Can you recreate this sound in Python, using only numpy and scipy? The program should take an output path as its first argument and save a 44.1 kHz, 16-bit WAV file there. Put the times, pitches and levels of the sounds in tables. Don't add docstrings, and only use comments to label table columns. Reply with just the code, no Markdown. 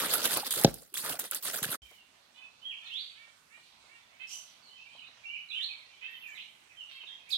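import sys
import numpy as np
from scipy import signal
from scipy.io import wavfile
from scipy.ndimage import uniform_filter1d

SR = 44100
rng = np.random.default_rng(int(sys.argv[2]) if len(sys.argv) > 2 else 0)


def to_wav(sig):
    pcm = np.clip(np.atleast_2d(sig), -1, 1) * 32767
    pcm = np.round(pcm).astype(np.int16)
    wavfile.write(sys.argv[1], SR, pcm.T)


N = 325017
T = np.arange(N) / SR

# top_s, rise_s, hold_s, spray_db, gurgle_re_spray_db
SPURTS = [(0.0, .003, 0.018, -34, 3), (0.036, 0.026, 0.071, -40, 10.5), (0.137, 0.092, 0.0058, -33, -0.5),
          (0.174, 0.054, 0.046, -38.5, 4.5), (0.254, 0.043, 0.01, -31, -1),
          (0.334, 0.079, 0.0045, -33, 1.5), (0.366, 0.024, 0.011, -38.5, 12),
          (0.398, 0.0047, 0.01, -39, -11), (0.462, 0.026, 0.012, -39, -2), (0.507, 0.0032, 0.061, -36, -10),
          (0.573, 0.016, 0.072, -38.5, 4), (0.667, 0.014, 0.023, -48.5, 11.5),
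          (0.74, 0.022, 0.093, -56, -31), (0.94, 0.0017, 0.01, -46.5, -3), (0.972, 0.024, 0.11, -40, -10),
          (1.041, 0.0094, 0.12, -44.5, 9), (1.096, 0.014, 0.033, -40, 1), (1.192, 0.0022, 0.012, -40, -3),
          (1.241, 0.032, 0.016, -46, -1), (1.315, 0.0019, 0.056, -42.5, -3),
          (1.425, 0.0014, 0.083, -42.5, -13), (1.466, 0.038, 0.035, -39.5, -1.5),
          (1.535, 0.0072, 0.046, -39.5, -1.5), (1.63, 0.005, 0.011, -34.5, -6),
          (1.746, 0.16, 0.0024, -41, 2)]
# start_s, treble_peak_db, body_re_treble_db
SLAPS = [(0.136, -14, -2), (0.2546, -9.5, -3.5), (0.3163, -16, -22.5), (0.339, -15, -22.5),
         (0.3717, -12, -13), (0.5081, -12, -15.5), (0.5385, -17, -9), (0.613, -15, -13.5),
         (0.637, -13.5, -7.5), (0.7414, -25, -32), (0.941, -20.5, -10.5), (0.98, -19.5, -32),
         (1.1958, -15.5, -21), (1.3117, -14, -15), (1.347, -15.5, -19), (1.5232, -30, -22),
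         (1.6295, -15.5, -9)]
# pitch_hz, relative_density_db (per Hz)
WATER_SPECTRUM = [(35, -59), (60, -30.5), (140, -10), (497, -3.5), (961, -10), (1270, -0.5), (1900, -5),
                  (2090, -9.5), (4120, 0), (5870, -9), (10300, -2), (15000, -6), (16500, -32)]
# pitch_hz, left_right_likeness (0-1)
WATER_ALIKE = [(60, 0.67), (240, 0.89), (950, 0.74), (3770, 0.17), (15000, 0.4)]
# pitch_hz, left_over_right_db
WATER_PAN = [(60, -5), (500, 0.5), (3770, -1.5), (15000, -5.0)]
# start_s, start_hz, end_over_start_pitch (factor), length_s, level_db
BUBBLES = [(0.154, 1300, 1.2, 0.0073, -33.5), (.431, 850, 0.93, .012, -40), (0.922, 296, 1.8, 0.0214, -64),
           (0.82, 398, 2.1, 0.02, -60), (0.955, 3360, 1.07, 0.0058, -35.5), (0.968, 1300, 6, 0.017, -42.5),
           (1.189, 612, 3, 0.015, -50), (1.229, 349, 2.6, 0.031, -55), (1.322, 1300, 1.3, 0.0066, -40),
           (1.541, 1400, 1.16, 0.0095, -39), (1.643, 1350, 1.5, 0.0057, -32),
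           (1.728, 1400, 1, 0.0076, -40.5)]
# pitch_hz, relative_level_db, t60_s
LOG_MODES = [(166, -13, 0.045), (240, -14, 0.04), (300, -17.5, 0.036), (373.5, -16, 0.038),
             (464, -17.5, .05), (554, -14.5, 0.05), (680, -14, 0.041), (785, -11.5, 0.029),
             (1618, -14.5, .025), (3840, -4, .015), (4450, 2, .008), (5477, -1.5, 0.018)]
# start_s, relative_level_db, contact_hz
BLOWS = [(0.647, 5, 680), (0.678, -14.5, 583), (1.62, -22, 198), (1.658, -23.5, 200), (1.688, -23.5, 196)]
# start_s, length_s, start_hz, middle_hz, end_hz, level_db, start_to_end_swell_db
WHISTLES = [ (1.815, 0.044, 3160, 3060, 3060, -60, -23), (1.848, 0.068, 2464, 2306, 2080, -63.5, 0),
            (1.938, 0.029, 3000, 3000, 2870, -62, 0), (1.981, 0.035, 2754, 2790, 2760, -63, -4),
            (2.415, 0.023, 2426, 2623, 2520, -49.5, 4), (2.616, 0.066, 2960, 3170, 3190, -47.5, 17),
            (2.651, 0.05, 3285, 3280, 3238, -43.5, -9), (2.702, 0.032, 3190, 2600, 2170, -45, -9),
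            (2.85, 0.029, 4230, 4190, 3050, -50, 26), (2.901, 0.066, 2535, 3190, 3550, -41, 10.5),
            (2.965, 0.074, 3540, 4460, 4650, -46, -18), (4.622, 0.062, 4590, 4380, 4010, -59.5, 1),
            (4.681, 0.13, 2950, 3135, 3070, -59.5, -4), (4.77, 0.071, 2506, 2680, 2760, -57, -7),
            (4.85, 0.066, 2290, 2416, 2516, -59, 0), (4.915, 0.1, 3750, 4080, 3950, -66.5, 4),
            (4.914, 0.028, 3115, 3090, 3330, -55.5, 9), (4.979, 0.023, 3120, 2940, 2730, -50, -3),
            (5.021, 0.013, 2540, 2515, 2500, -51.5, -20), (5.037, 0.048, 3530, 3890, 4170, -58.5, -9),
            (5.235, 0.12, 2361, 2312, 2410, -50.5, 5), (5.253, 0.057, 2710, 2776, 3010, -44.5, -2),
            (5.328, 0.042, 2983, 2750, 2205, -44, 3), (5.375, 0.025, 3010, 2924, 2970, -47, -6),
            (5.486, 0.038, 4070, 3930, 3220, -45, 13), (5.5, 0.055, 2307, 2820, 2900, -44, 3),
            (5.53, 0.058, 2410, 3060, 3137, -39, 8), (5.605, 0.047, 3216, 3900, 4430, -37, 3.5),
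            (5.57, 0.037, 2380, 2260, 1650, -52, 4), (5.685, 0.057, 2606, 2385, 2226, -49.5, -11.5),
            (6.079, 0.057, 1803, 1914, 2020, -55.5, -9), (6.129, 0.071, 3167, 3015, 3010, -53, -8),
            (6.235, 0.089, 2516, 2337, 2270, -51, -9), (6.221, 0.023, 2713, 2730, 2560, -48.5, -7),
            (6.334, .03, 2250, 2224, 2000, -51, 14), (6.282, 0.021, 1860, 1725, 1560, -54, -19),
            (6.348, 0.048, 4150, 3384, 2830, -50.5, 9), (6.372, 0.051, 2264, 3310, 4450, -50.5, -16),
            (6.64, 0.23, 5790, 5810, 5740, -74.5, -3), (6.695, 0.045, 2720, 2000, 1856, -60.5, -12),
            (6.769, 0.053, 3154, 3034, 2754, -47.5, 7), (6.962, 0.02, 2020, 2330, 2560, -58, -18),
            (7, 0.023, 3200, 2990, 2410, -46.5, 5), (7.064, 0.06, 3850, 3170, 3275, -48, -4),
            (7.083, 0.053, 1570, 1920, 2180, -62.5, 0), (7.26, 0.042, 2026, 2370, 2634, -56, 17),
            (7.302, 0.013, 2460, 4770, 5250, -40, 4), (7.31, 0.029, 5140, 3930, 3640, -32.5, 18),
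            (7.328, 0.033, 3630, 3350, 3180, -34.5, -8)]
# start_s, end_s, start_hz, held_hz, brightest_hz, bright_width_hz, level_db, hoarse_start (0-1)
HONKS = [(2.339, 2.414, 476.4, 505, 2990, 927, -59.5, 0.37),
         (2.807, 2.902, 371, 477, 1860, 701, -67.5, 0.1), (3.148, 3.26, 382, 463, 2240, 652, -62, 0.12),
         (3.497, 3.593, 391, 483, 2350, 800, -62, 0.12), (3.873, 3.982, 383.7, 468, 2350, 700, -63, .1),
         (4.107, 4.171, 392, 464, 2270, 400, -66, .1), (4.19, 4.245, 500.4, 528, 2660, 676, -45, 0.24),
         (6.006, 6.085, 474.3, 532.5, 2744, 664, -45, 0.31),
         (6.882, 6.986, 488, 537.5, 3160, 1320, -55, 0.7)]
# time_s, pitch_hz, tone_db, rasp_db, pitch_jitter (share)
SCREECH = [(4.269, 1333, -63, -73, 0.043), (4.289, 1450, -56.5, -67.5, 0.089),
           (4.315, 1433, -53, -59, 0.072), (4.332, 1505, -45, -61, 0.011),
           (4.349, 1538, -55.5, -56, 0.0035), (4.402, 1532, -72, -88, 0.0034),
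           (4.45, 1494, -79, -94, 0.0035)]
# multiple_of_pitch (count), relative_level_db
SCREECH_HARMONICS = [(2, -2), (3, -13), (4, 2.5), (5, -7), (6, -16)]
# start_s, level_db, pitch_hz
KNOCKS = [(1.91, -42, 728), (2.028, -54, 795), (3.273, -51, 1110), (3.576, -49, 900), (3.837, -50, 762),
          (4.95, -46, 750), (5.086, -50.5, 810), (5.172, -48.5, 1310), (7.033, -44, 630)]
# start_s, end_s, low_hz, high_hz, level_db
RUSTLES = [(1.812, 2.016, 3460, 16500, -64), (2.694, 3.126, 2270, 6830, -65),
           (5.504, 5.75, 1800, 9800, -63), (6.079, 6.49, 11150, 13800, -67.5),
           (6.255, 6.41, 6000, 7700, -66), (7.289, 7.384, 4490, 12700, -51),
           (6.897, 7.025, 4300, 15000, -73)]
# pitch_hz, relative_density_db (per Hz)
FOREST_SPECTRUM = [(15, -46), (25, -12.5), (138, -7.5), (220, -7.5), (399, -13.5), (766, -3.5), (1510, -7),
                   (2530, -7), (3150, -2.5), (5720, -13.5), (9580, -19), (10700, -24.5), (14000, -23.5),
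                   (16500, -42.5)]
# pitch_hz, left_right_likeness (below 0 is treated as 0)
FOREST_ALIKE = [(60, 0.48), (240, 0.82), (950, -0.82), (3770, -0.04), (15000, -0.068)]
# pitch_hz, left_over_right_db
FOREST_PAN = [(60, -2.5), (950, -3), (15000, -14)]
# time_s, relative_level_db
CHATTER = [(1.8, -60), (2.3, -89), (2.8, -48), (3.4, -67), (4.0, -63.5), (4.5, -68.5), (5.0, -59),
           (5.5, -67), (6.0, -53), (6.4, -52.5), (6.6, -73), (7.0, -66), (7.37, -52.5)]
# start_s, level_db, pitch_hz, decay_s
THUMPS = [(0.653, -37.5, 52.53, .04), (1.819, -51.5, 59, 0.027)]
# start_s, end_s
SILENCE_S = (1.772, 1.819)

RISE_DB = 18
SAG_DB_PER_S, FALL_DB_PER_S = 49.5, 381
TRICKLE_DB, TRICKLE_GURGLE_DB = -68, -6
CROWD_DB = -12.5
SPITS_PER_S, SPIT_DB = 220, 5.5
SLAP_SNAP_S, SLAP_SPLASH_S = .001, .005
GROUND_ECHO_S = .012
NOTE_EDGE_S, NOTE_ARCH_DB = .004, -2
NEAR_DB = -42
DIRECT_LOSS = .3
GLIDE_WARBLE = .0025
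HONK_WAVER, HONK_RASP_S = .005, .052
FOREST_DB = -62
LOW_CUT_HZ, CUTOFF_HZ = 42, 16500


def from_db(db):
    return 10 ** (np.asarray(db) / 20)


def rms_one(x):
    return x / np.sqrt(np.mean(x ** 2) + 1e-20)


def in_time(rows):
    s, *columns = np.transpose(rows)
    return [np.interp(T, s, column) for column in columns]


def at_hz(points, hz):
    known_hz, values = np.transpose(points)
    return np.interp(np.log(hz), np.log(known_hz + 1), values)


def fade(t, start, end, edge):
    return np.clip(np.minimum(t - start, end - t) / edge, 0, 1)


def panned(x, pan_db):
    return x * from_db(np.array([[.5], [-.5]]) * pan_db)


def drift(rate, size):
    r = np.exp(-2 * np.pi * rate / SR)
    noise = signal.lfilter([1], [1, -2 * r, r * r], rng.standard_normal(size + 9000))
    return rms_one(noise[9000:])


def band(x, low_hz, high_hz):
    return signal.sosfilt(signal.butter(2, [low_hz, min(high_hz, .45 * SR)], "band", fs=SR, output="sos"), x)


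def banded(white, spectrum, alike, pan, patchy_db, rate, count=2, colour=None):
    out, size = 0, white.shape[-1]
    edges = 25 * 2 ** np.arange(0, 9.6, 1 / count)
    for k, (low, high) in enumerate(zip(edges, edges[1:])):
        mid, side = band(white[k % 2], low, high)
        hz = np.sqrt(low * high)
        likeness = np.clip(at_hz(alike, hz), 0, 1)
        level_db = at_hz(spectrum, hz) + patchy_db * drift(rate, size) + (colour(hz) if colour else 0)
        stereo = np.sqrt(1 + likeness) * mid + np.sqrt(1 - likeness) * side * [[1], [-1]]
        out = out + from_db(level_db) * panned(stereo, at_hz(pan, hz))
    return out


def flow(size):
    top, rise, hold, db, gurgle_db = np.transpose(SPURTS)[:, :, None]
    t = T[:size] - top
    level = db - RISE_DB * np.clip(-t, 0, 9) / rise
    level = level - SAG_DB_PER_S * np.clip(t, 0, 9) - FALL_DB_PER_S * np.clip(t - hold, 0, 9)
    spray = np.sum(from_db(2 * level), axis=0) + from_db(2 * TRICKLE_DB)
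    gurgle = np.sum(from_db(2 * (level + gurgle_db)), axis=0) + from_db(2 * (TRICKLE_DB + TRICKLE_GURGLE_DB))
    return 10 * np.log10(spray), 10 * np.log10(gurgle / spray)


def gurgles(level_db):
    out = np.zeros(len(level_db) + 2000)
    for at, pitch, cycles, size in rng.random((260, 4)):
        hz = 450 * 5.5 ** pitch
        u = np.linspace(0, 1, int((4 + 10.0 * cycles) * SR / hz))
        i = int(at * len(level_db))
        tone = np.sin(2 * np.pi * np.cumsum(hz * 1.4 ** u) / SR) * np.sin(np.pi * u ** 0.27)
        out[i:i + len(u)] += from_db(level_db[i] + 10 * size) * tone
    return out[:len(level_db)]


def spits(level_db):
    size = len(level_db)
    born = rng.random(size) < SPITS_PER_S * from_db(5 * drift(12, size)) / SR
    strength_db = level_db + 5 * np.minimum(rng.exponential(1, size), 2)
    place_db = rng.normal(0, 4, (2, size))
    clicks = born * from_db(strength_db) * from_db(place_db)
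    dealt = rng.integers(0, 12, size)
    return sum(band(clicks * (dealt == k) + 1e-18, hz / 1.5, hz * 1.1) * np.sqrt(SR / hz)
               for k, hz in enumerate(np.geomspace(1300, 12000, 12)))


def water():
    size = int(1.8 * SR)
    spray, gurgle = flow(size)
    grains = from_db(3.44 * np.minimum(rng.exponential(1, size), 4) + 2.08 * drift(140, size))
    white = rng.standard_normal((2, 2, size)) * grains

    def colour(hz):
        return spray + np.clip(np.log2(7000 / hz) / 3.6, 0, 1) * gurgle

    wet = from_db(1.5) * banded(white, WATER_SPECTRUM, WATER_ALIKE, WATER_PAN,
                                patchy_db=3.6, rate=22, count=3, colour=colour)
    wet += panned(gurgles(spray + gurgle + CROWD_DB), -2.5)
    wet += panned(spits(spray + SPIT_DB), -2.5)
    return np.pad(wet, ((0, 0), (0, N - size)))


def forest_air():
    white = rng.standard_normal((2, 2, N))
    air = banded(white, FOREST_SPECTRUM, FOREST_ALIKE, FOREST_PAN, patchy_db=2.3, rate=3.1)
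    return from_db(FOREST_DB) * rms_one(air)


def slaps():
    out, t = np.zeros((2, N)), np.arange(900) / SR
    envelope = np.exp(-t / SLAP_SNAP_S) + 0.45 * np.exp(-t / SLAP_SPLASH_S)
    for (s, db, body_db), white in zip(SLAPS, rng.standard_normal((len(SLAPS), 2, 900))):
        burst = (white + 0.25 * white[::-1]) * envelope
        treble = band(burst, 7000, 14000)
        body = from_db(body_db) * band(burst, 700, 7200)
        shot = (treble + body) / np.abs(treble).max()
        i = round(s * SR)
        out[:, i:i + 900] += panned(from_db(db) * shot, -2.5)
    return out


def bubbles():
    out = np.zeros(N)
    for s, hz, rise, length, db in BUBBLES:
        u = np.arange(round(length * SR)) / (length * SR)
        tone = np.sin(2 * np.pi * np.cumsum(hz * rise ** u) / SR) * np.sin(np.pi * np.sqrt(u))
        i = round(s * SR)
        out[i:i + len(u)] += 2 * from_db(db) * tone
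    return out


def log():
    push = np.full(2 * SR + 9000, 1e-18)
    for s, db, contact_hz in BLOWS:
        k = np.arange(900) * 2 * np.pi * contact_hz / SR
        i = round(s * SR)
        push[i:i + 900] += from_db(db) * k * (k - 1.4) * np.exp(-k) * k[1]
    out = 0
    for hz, db, t60 in LOG_MODES:
        r, w = from_db(-60 / (t60 * SR)), 2 * np.pi * hz / SR
        out = out + signal.lfilter([0, from_db(db) * np.sin(w)], [1, -2 * r * np.cos(w), r * r], push)
    out = signal.sosfilt(signal.butter(4, 120, "high", fs=SR, output="sos"), out)
    return np.pad(out, (0, N - len(push)))


def crack():
    t = np.clip(T - BLOWS[0][0] + .0024, 0, 1)
    burst = rng.standard_normal(N) * (t / .002) * np.exp(-t / .002)
    return from_db(1.5) * band(burst, 2800, 6000)


def thump():
    out = 0
    for s, db, hz, decay in THUMPS:
        t = np.clip(T - s, 0, 1)
        out = out + from_db(db) * np.sin(2 * np.pi * hz * t) * np.exp(-t / decay)
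    return out


def scattered_echo(x, t60_s):
    t = np.arange(int(1.5 * SR)) / SR
    envelope = (from_db(-60 * t / t60_s) + 5.7 * np.exp(-t / 0.057)) * (1 - np.exp(-t / .006))
    tail = rng.standard_normal((2, len(t))) * envelope
    tail /= np.sqrt(np.sum(tail ** 2, axis=1, keepdims=True))
    return signal.fftconvolve(x[None], tail, axes=1)[:, :N]


def rustles():
    out = np.zeros((2, N))
    for start, end, low_hz, high_hz, db in RUSTLES:
        here = slice(round(start * SR), min(round(end * SR), N))
        t = T[here]
        noise = band(rng.standard_normal((2, N // 10)), low_hz, high_hz) * from_db(2.9 * drift(45, N // 10))
        swell = np.sin(np.pi * np.abs((t - start) / (end - start)) ** 0.74)
        out[:, here] += from_db(db) * swell * rms_one(noise)[:, :len(t)]
    return out


def whistles():
    out, warble = np.zeros((2, N)), drift(170, N)
    for s, length, start_hz, middle_hz, end_hz, db, swell_db in WHISTLES:
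        here = slice(round(s * SR), min(round((s + length) * SR), N))
        u = (T[here] - s) / length
        far_db = np.clip(NEAR_DB - db, 0, 15)
        hz = uniform_filter1d(np.interp(u, [0, .5, 1], [start_hz, middle_hz, end_hz]), size=150)
        warble_share = 0.0014 + GLIDE_WARBLE * far_db * abs(np.log(end_hz / start_hz))
        phase = 2 * np.pi * np.cumsum(hz * (1 + warble_share * warble[here])) / SR
        level = from_db(db + swell_db * (u - .5) + NOTE_ARCH_DB * np.sin(np.pi * u))
        level = level * fade(T[here], s, s + length, NOTE_EDGE_S)
        note = level * (np.sin(phase) + from_db(-42) * np.sin(2 * phase))
        out[:, here] += note * from_db([[0], [-DIRECT_LOSS * far_db]])
    return out


def chatter():
    out, u = np.zeros(N + 4000), np.linspace(0, 1, 3000)
    opens = SILENCE_S[1] * SR
    for at, pitch, glide, size in rng.random((300, 4)):
        i = int(opens + at * (N - opens))
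        hz = 2000 * 1.8 ** pitch * 1.4 ** ((glide - .5) * u)
        tone = np.sin(2 * np.pi * np.cumsum(hz) / SR) * np.sin(np.pi * u)
        out[i:i + 3000] += from_db(2.5 * size) * tone
    return from_db(in_time(CHATTER)[0] - 11.0) * out[:N]


def knocks():
    out, t = np.zeros(N), np.arange(1500) / SR
    for (s, db, hz), white in zip(KNOCKS, rng.standard_normal((len(KNOCKS), 1500))):
        i = round(s * SR)
        out[i:i + 1500] += from_db(db) * band(white * np.exp(-t / 0.014), hz / 2.1, hz * 1.52)
    return out


def honks():
    out, waver, hoarse = np.zeros(N), 1 + HONK_WAVER * drift(40, N), drift(470, N)
    for start, end, start_hz, held_hz, bright_hz, width_hz, db, rough in HONKS:
        here = slice(round(start * SR), round(end * SR))
        t = T[here]
        hz = held_hz + (start_hz - held_hz) * np.exp(-(t - start) / .023)
        phase = 2 * np.pi * np.cumsum(hz * waver[here]) / SR
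        stack = sum(np.sin(k * phase) / (1 + ((k * held_hz - bright_hz) / width_hz) ** 2) ** 2
                    for k in range(2, 11))
        rasp = rough * np.exp(-((t - start) / HONK_RASP_S) ** 2)
        stack *= 1 - .8 * rasp + (.05 + rasp) * hoarse[here]
        out[here] += from_db(db) * fade(t, start, end, 0.023) * stack
    return out


def screech():
    hz, tone_db, rasp_db, jitter = in_time(SCREECH)
    phase = 2 * np.pi * np.cumsum(hz * (1 + jitter * drift(282, N))) / SR
    tone = sum(from_db(db) * np.sin(int(k) * phase) for k, db in SCREECH_HARMONICS)
    rasp = rms_one(band(rng.standard_normal(N), 2800, 12000))
    sound = from_db(tone_db) * tone + from_db(rasp_db) * rasp
    return fade(T, SCREECH[0][0], SCREECH[-1][0], 0.0025) * sound


def animal_calls():
    flutter = from_db(.8 * drift(60, N))
    voices, direct = (whistles() + honks() + screech()) * flutter
    late = np.roll(direct, 10)
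    near = panned(from_db(-1.0) * np.array([direct, late]), -16.0)
    return near + panned(from_db(5.0) * scattered_echo(voices + chatter(), t60_s=0.87), -6.0)


def wet_log():
    wood = log() + crack()
    answer = scattered_echo(np.roll(wood, round(GROUND_ECHO_S * SR)), t60_s=0.3476)
    left, right = (water() + slaps() + panned(bubbles(), -1.5) + panned(wood, -.4)
                   + from_db(-23) * answer)
    return np.array([np.roll(left, shift=4), right])


def scene():
    air = forest_air()
    near = wet_log() + from_db(-15) * air
    forest = air + animal_calls() + knocks() + rustles()
    closing = np.clip((SILENCE_S[0] - T) / 0.018, 0, 1) ** 2
    opening = np.clip((T - SILENCE_S[1]) / 0.00093, 0, 1) ** 2
    return near * closing + forest * opening + thump()


def record(dry):
    dry = signal.sosfilt(signal.butter(2, LOW_CUT_HZ, "high", fs=SR, output="sos"), dry)
    return signal.sosfilt(signal.cheby2(18, 60, CUTOFF_HZ, fs=SR, output="sos"), dry)


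dry = scene()
out = record(dry)
to_wav(out)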